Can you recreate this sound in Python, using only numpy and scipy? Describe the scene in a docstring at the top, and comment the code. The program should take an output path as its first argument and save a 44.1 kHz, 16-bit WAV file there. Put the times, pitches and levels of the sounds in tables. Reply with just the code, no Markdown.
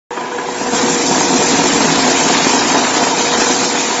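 """An electric corn thresher runs outdoors, heard from close by. At first the drum rattles almost empty.
Then cobs are fed in: they tumble and knock against the sheet-steel casing and make it ring.
Kernels snap off with a crunch and hail on the metal, and loose panels buzz harder after each knock.
Underneath, the frame rumbles and the motor's whine sags a little under the load."""
import sys
import numpy as np
from scipy import signal
from scipy.fft import rfft, irfft
from scipy.io import wavfile

SR = 44100
rng = np.random.default_rng(int(sys.argv[2]) if len(sys.argv) > 2 else 0)


def transcribe(u):
    """Save the signal u as a 16-bit wav file named by the first command-line argument.

    u: samples, shape (n,) or (channels, n), limited to [-1, 1]; the rate is SR.
    q: integer samples, one column per channel.
    """
    v = np.clip(np.atleast_2d(u).T, -1, 1)
    q = np.round(v * 32767).astype(np.int16)
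    wavfile.write(sys.argv[1], SR, q)


N = 176400
T = np.arange(N) / SR
START_S, CUTOFF_HZ = 0.107, 7600
DEEP_BELOW_HZ = 520  # lower tones drum and thud, higher ones clatter and clack

# The frame's rumble. Each row: pitch in Hz, relative level in dB.
RUMBLE_SPECTRUM = [(20, -14), (50, -4.5), (75, -4.5), (120, 1), (200, -2.5), (500, -33.5)]
# The motor's whine. Each row: time in seconds, pitch in Hz, level in dB, roughness from 0 to 1.
MOTOR_WHINE = [(.12, 488, -32, .45), (.27, 488, -37, 0.6), (.33, 487, -27.5, 0.7), (.58, 485, -31, 0.3),
               (.66, 482, -25.5, 0), (.9, 482, -21.5, 0.1), (1.2, 477, -28, 1), (1.45, 475, -25, 0.5),
               (2.3, 477, -27, 1), (2.8, 477, -30.5, 0.6), (3.45, 481, -24, 0.56), (4, 483, -28.5, 0.46)]
# The ringing of the loose panels. Each row: pitch in Hz, width in Hz, level in dB.
PANEL_TONES = [(371.5, 96, -32), (708, 35, -43), (959, 25, -36), (997, 9.5, -33.5), (1200, 64, -40),
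               (1496, 44, -40), (1642, 82, -37), (2466, 100, -45.5), (3176, 150, -46)]
# How much the treble flickers. Each row: pitch in Hz, size of the swings in dB.
FLICKER_DEPTH = [(1200, 1.5), (2200, 3), (3100, 5.5), (4200, 4.5), (5400, 6.5), (7500, 4.5)]
# The flow of kernels. Each row: time in seconds, relative level in dB.
KERNEL_FLOW = [(.12, -43.5), (.45, -39.5), (.6, -30), (.71, -28), (.725, -26), (.76, -20.5), (1.0, -20.5),
               (1.21, -18.5), (1.9, -15.5), (2.45, -15), (3.06, -18), (3.49, -15.5), (3.97, -20)]
# Kernels hitting steel. Each row: pitch in Hz, relative level in dB.
KERNEL_SPECTRUM = [(1200, -36.5), (2500, -30.5), (3300, -6), (4200, -3.5), (5000, -2), (5700, 0.5),
                   (6500, -1), (7300, 2.5), (7800, 0.5)]
# The first rush of kernels is the brightest. Each row: time in seconds, top treble boost in dB.
KERNEL_BRIGHTNESS = [(.12, 5.5), (.7, 3), (1.3, 1), (2, -3), (4, -1)]
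# The ringing of the sieve. Each row: pitch in Hz, width in Hz, relative level in dB.
SIEVE_TONES = [(2430, 150, -13), (3045, 20, -22), (3805, 46, -21.5), (6500, 150, -17)]
# The crunch of cobs being stripped. Each row: time in seconds, relative level in dB.
CRUNCH_LEVEL = [(.12, -32.5), (.45, -30), (.72, -27.5), (.75, -22.5), (1.05, -25), (1.3, -22.5),
                (2.1, -20.5), (2.8, -21), (3.48, -22), (3.97, -25)]
# Kernels snapping off. Each row: pitch in Hz, relative level in dB.
SNAP_SPECTRUM = [(25, -26), (70, -23.5), (130, -9.5), (250, 2), (600, -1), (1150, 1), (1400, -0.5),
                 (1750, 0.5), (2200, -2.5), (2900, -5), (4000, -10), (8000, -17)]
# Cobs drumming on the casing (deep tones). Each row: time in seconds, relative level in dB.
DRUMMING_LEVEL = [(.12, -36.5), (.58, -27.5), (.66, -23), (.85, -19.5), (1.05, -19), (1.35, -17.5),
                  (1.9, -16.5), (2.25, -20.5), (2.7, -19.5), (3.22, -24), (3.48, -21.5), (3.97, -28)]
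# Cobs clattering on the bars (higher tones). Each row: time in seconds, relative level in dB.
CLATTER_LEVEL = [(.12, -27.5), (.55, -26), (.75, -19), (1.0, -20.5), (1.22, -16), (1.55, -18.5), (2.4, -16),
                 (3.05, -17), (3.15, -17), (3.5, -20.5), (3.97, -20)]
# The ringing of the casing. Each row: pitch in Hz, width in Hz, relative level in dB.
CASING_TONES = [(167.1, 13, -11.5), (233.6, 50, -7), (253.8, 24, -4), (278.6, 17, -6), (308.4, 17, -9),
                (359.6, 21, -6.5), (430, 32, -8.5), (490.2, 31, -11), (637, 110, -8), (714, 42, -4.5),
                (754.5, 21, -12), (841, 70, -7), (928, 54, -4), (1012, 23, -11.5)]
# Hard knocks of single cobs. Each row: start in seconds, relative thud and clack levels in dB.
HARD_KNOCKS = [(.108, -28, -21.5), (0.168, -25, -16), (0.207, -22, -21), (.313, -28, -16),
               (.381, -31, -19.5), (.417, -28, -18), (0.486, -15, -12.5), (0.612, -6, -16),
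               (.662, -23, -10), (0.732, -6, -12), (0.882, -10, -13), (1.109, -6, -9), (1.146, -10, -18.5),
               (1.208, -4, -8), (1.33, 0, -16), (1.363, -7, -15.5), (1.434, -7, -12), (1.655, -2, -10),
               (1.804, -3, -10.5), (2.078, -3, -9), (2.257, -3, -17.5), (2.464, 1, -6), (2.537, -3, -12),
               (2.575, -17, -18.5), (2.745, -17, -8.5), (2.832, -17, -14), (3.027, 0, -7.5),
               (3.067, -6, -8), (3.334, -16, -7.5), (3.383, -0.5, -29), (3.418, -9, -9), (3.495, -9, -9.5),
               (3.62, -5, -25), (3.748, -12, -18), (3.901, -16, -17.5)]
# The tones in one knock. Each row: pitch in Hz, relative level in dB, seconds to fade by 60 dB.
KNOCK_TONES = [(257, -5, 0.056), (343, -10.5, 0.025), (560, -13.5, 0.037), (727, 1, 0.019), (906, -2, .045),
               (1005, -9.5, 0.063)]


def from_db(db):
    """Turn decibels into a number to multiply by."""
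    return 10 ** (np.asarray(db) / 20)


def unit_power(x):
    """Scale a sound to an average power of 1."""
    return x / np.sqrt(np.mean(x ** 2) + 1e-20)


def over_time(rows):
    """Join a table's rows with straight lines: one curve for each column after the time."""
    times, *columns = np.transpose(rows)
    return [np.interp(T, times, column) for column in columns]


def drift(rate_hz):
    """A smooth random wander of about 1 either way; a higher rate moves faster."""
    step, warm_up = 40, 2000
    r = np.exp(-2 * np.pi * rate_hz * step / SR)
    noise = rng.standard_normal(N // step + warm_up + 2)
    slow = signal.lfilter([1], [1, -2 * r, r * r], noise)[warm_up:]
    return np.interp(np.arange(N) / step, np.arange(len(slow)), unit_power(slow))


def ring(x, hz, width_hz):
    """Make a sound ring at one pitch; a narrower width rings longer."""
    r = np.exp(-np.pi * width_hz / SR)
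    feedback = [1, -2 * r * np.cos(2 * np.pi * hz / SR), r * r]
    return signal.lfilter(np.array([1, 0, -1]) * (1 - r * r) / 2, feedback, x + 1e-18)


def colour(x, spectrum):
    """Shape a sound's lows and highs, then scale it to a power of 1."""
    hz, db = np.transpose(spectrum)
    freqs = np.maximum(np.fft.rfftfreq(N, 1 / SR), 1)
    gain = from_db(np.interp(np.log(freqs), np.log(hz), db)) * (freqs < CUTOFF_HZ)
    return unit_power(irfft(rfft(x) * gain, N))


def impacts(per_s, spread_db):
    """Clicks at random times; more spread makes a few of them stand out."""
    sizes = from_db(spread_db * np.minimum(rng.exponential(1, N), 4))
    return sizes * (rng.random(N) < per_s / SR)


def bursts(clicks, fade_s):
    """Every click sets off a short, fading burst of noise."""
    power = signal.lfilter([1], [1, -np.exp(-1 / (fade_s * SR))], clicks ** 2 + 1e-18)
    return np.sqrt(power) * rng.standard_normal(N)


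def flicker(x, band_hz=130):
    """The treble flickers: each narrow band swells and fades by itself."""
    freqs, spectrum = np.fft.rfftfreq(N, 1 / SR), rfft(x)
    hz, depth_db = np.transpose(FLICKER_DEPTH)
    out = x
    for centre in np.arange(1200, CUTOFF_HZ, band_hz):
        band = irfft(spectrum * np.maximum(0, 1 - abs(freqs - centre) / band_hz), N)
        swing = drift(rate_hz=12)
        swing = swing - 0.38 * swing ** 2  # dips go further than swells
        gain = from_db(np.interp(centre, hz, depth_db) * swing)
        out = out + band * (unit_power(gain) - 1)
    return out


def soft_thump(start_s=3.385, length_s=0.038, hz=55, db=-33):
    """One soft thump: a low tone swells and dies away."""
    age = np.clip(T - start_s, 0, length_s)
    return from_db(db) * np.sin(np.pi * age / length_s) * np.sin(2 * np.pi * hz * age)


def frame_rumble():
    """The frame shakes along with the drumming of the cobs."""
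    level_db = over_time(DRUMMING_LEVEL)[0] - 20.5 - 0.9 * drift(rate_hz=3.2)
    return from_db(level_db) * colour(rng.standard_normal(N), RUMBLE_SPECTRUM)


def panel_rattle(jolt_db=13.5, jolt_fade_s=0.024):
    """Loose panels buzz as the drum turns, much harder just after each knock."""
    jolts = [(T > start) * np.exp(-abs(T - start) / jolt_fade_s) for start, _, _ in HARD_KNOCKS]
    shaking = from_db(jolt_db * np.max(jolts, axis=0))
    buzz = bursts(impacts(per_s=1100, spread_db=5.5) * shaking, fade_s=0.0024)
    return sum(from_db(db) * unit_power(ring(ring(buzz, hz, width_hz), hz, hz * 0.13))
               for hz, width_hz, db in PANEL_TONES)


def motor_whine(wobble_hz=1.43, breakup_hz=13.3):
    """The motor's whine wavers, and turns rough as cobs jolt the drum."""
    hz, db, roughness = over_time(MOTOR_WHINE)
    roughness = np.clip(roughness, 0, 1)
    phase = 2 * np.pi * np.cumsum(hz + wobble_hz * drift(rate_hz=12.6)) / SR
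    smooth = np.sqrt(2 * (1 - roughness ** 2)) * np.sin(phase)
    broken = drift(breakup_hz) * np.sin(phase) + drift(breakup_hz) * np.cos(phase)
    return from_db(db) * (smooth + roughness * broken)


def kernel_hail(surge_db=0.25, bright_above_hz=4800):
    """Kernels hail on steel in slight surges and make the sieve ring."""
    hits = impacts(per_s=1600, spread_db=1.5) * from_db(surge_db * drift(rate_hz=22))
    hail = bursts(hits, fade_s=0.0076)
    sieve = sum(from_db(db) * unit_power(ring(hail, hz, width_hz)) for hz, width_hz, db in SIEVE_TONES)
    spray = colour(hail, KERNEL_SPECTRUM) + sieve
    treble = signal.sosfiltfilt(signal.butter(4, bright_above_hz, "high", fs=SR, output="sos"), spray)
    spray = spray + treble * (from_db(over_time(KERNEL_BRIGHTNESS)[0]) - 1)
    return from_db(over_time(KERNEL_FLOW)[0] - 0.94) * spray


def stripping_crunch():
    """Kernels snap off the cobs in a dense crunch; each hard knock adds a crack."""
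    snaps = unit_power(bursts(impacts(per_s=550, spread_db=0), fade_s=0.0085))
    starts, _, clack_db = np.transpose(HARD_KNOCKS)
    clicks = np.zeros(N)
    clicks[(starts * SR).astype(int)] = from_db(clack_db)
    cracks = from_db(3) * bursts(clicks / clicks.max(), fade_s=0.006)
    return from_db(over_time(CRUNCH_LEVEL)[0] + 3) * colour(snaps + cracks, SNAP_SPECTRUM)


def tumbling_cobs(tone_spread_db=2):
    """Tumbling cobs ring the steel casing; every hit stirs each tone by a different amount."""
    cobs = impacts(per_s=520, spread_db=0.7)
    drumming = from_db(over_time(DRUMMING_LEVEL)[0] - 2)
    clatter = from_db(over_time(CLATTER_LEVEL)[0] - 4)
    out = np.zeros(N)
    for hz, width_hz, db in CASING_TONES:
        hits = cobs * from_db(tone_spread_db * rng.standard_normal(N)) * rng.choice([-1, 1], N)
        tone = unit_power(ring(ring(hits, hz, width_hz), hz, hz * 0.32))
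        out += (clatter if hz > DEEP_BELOW_HZ else drumming) * from_db(db) * tone
    return out


def cob_knocks(contact_s=0.00392, low_cut_hz=178):
    """Single cobs hit hard: a thud and a clack, a little different each time."""
    out, t = np.zeros(N + SR), np.arange(SR // 5) / SR
    hz, db, fade_s = np.transpose(KNOCK_TONES)
    for start_s, thud_db, clack_db in HARD_KNOCKS:
        pitches = hz * (1 + 0.04 * rng.standard_normal(len(hz)))
        delays = contact_s * rng.random(len(hz))  # each tone starts at its own moment in the hit
        age = np.maximum(t[:, None] - delays, 0)
        peak_db = db + np.where(hz > DEEP_BELOW_HZ, clack_db, thud_db) - 0.5
        tones = from_db(peak_db - 60 * age / fade_s) * np.sin(2 * np.pi * pitches * age)
        start = int(start_s * SR)
        out[start:start + len(t)] += tones.sum(axis=1)
    return signal.sosfilt(signal.butter(3, low_cut_hz, "high", fs=SR, output="sos"), out[:N])


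def scene():
    """The kernels, the machine and the cobs, added into one channel."""
    kernels = flicker(stripping_crunch() + kernel_hail())
    thresher = panel_rattle() + tumbling_cobs() + motor_whine() + cob_knocks()
    return (kernels + thresher + frame_rumble() + soft_thump())[None]


def record(dry, ceiling=0.92):
    """The sound starts suddenly; its tallest peaks are rounded and its highest treble is cut."""
    x = dry * (T >= START_S)
    rounded = x / (1 + (x / ceiling) ** 6) ** (1 / 6)
    treble_cut = signal.firwin(801, CUTOFF_HZ + 40, window=("kaiser", 9), fs=SR)
    return signal.fftconvolve(rounded, treble_cut[None], mode="same")


dry = scene()
out = record(dry)
transcribe(out)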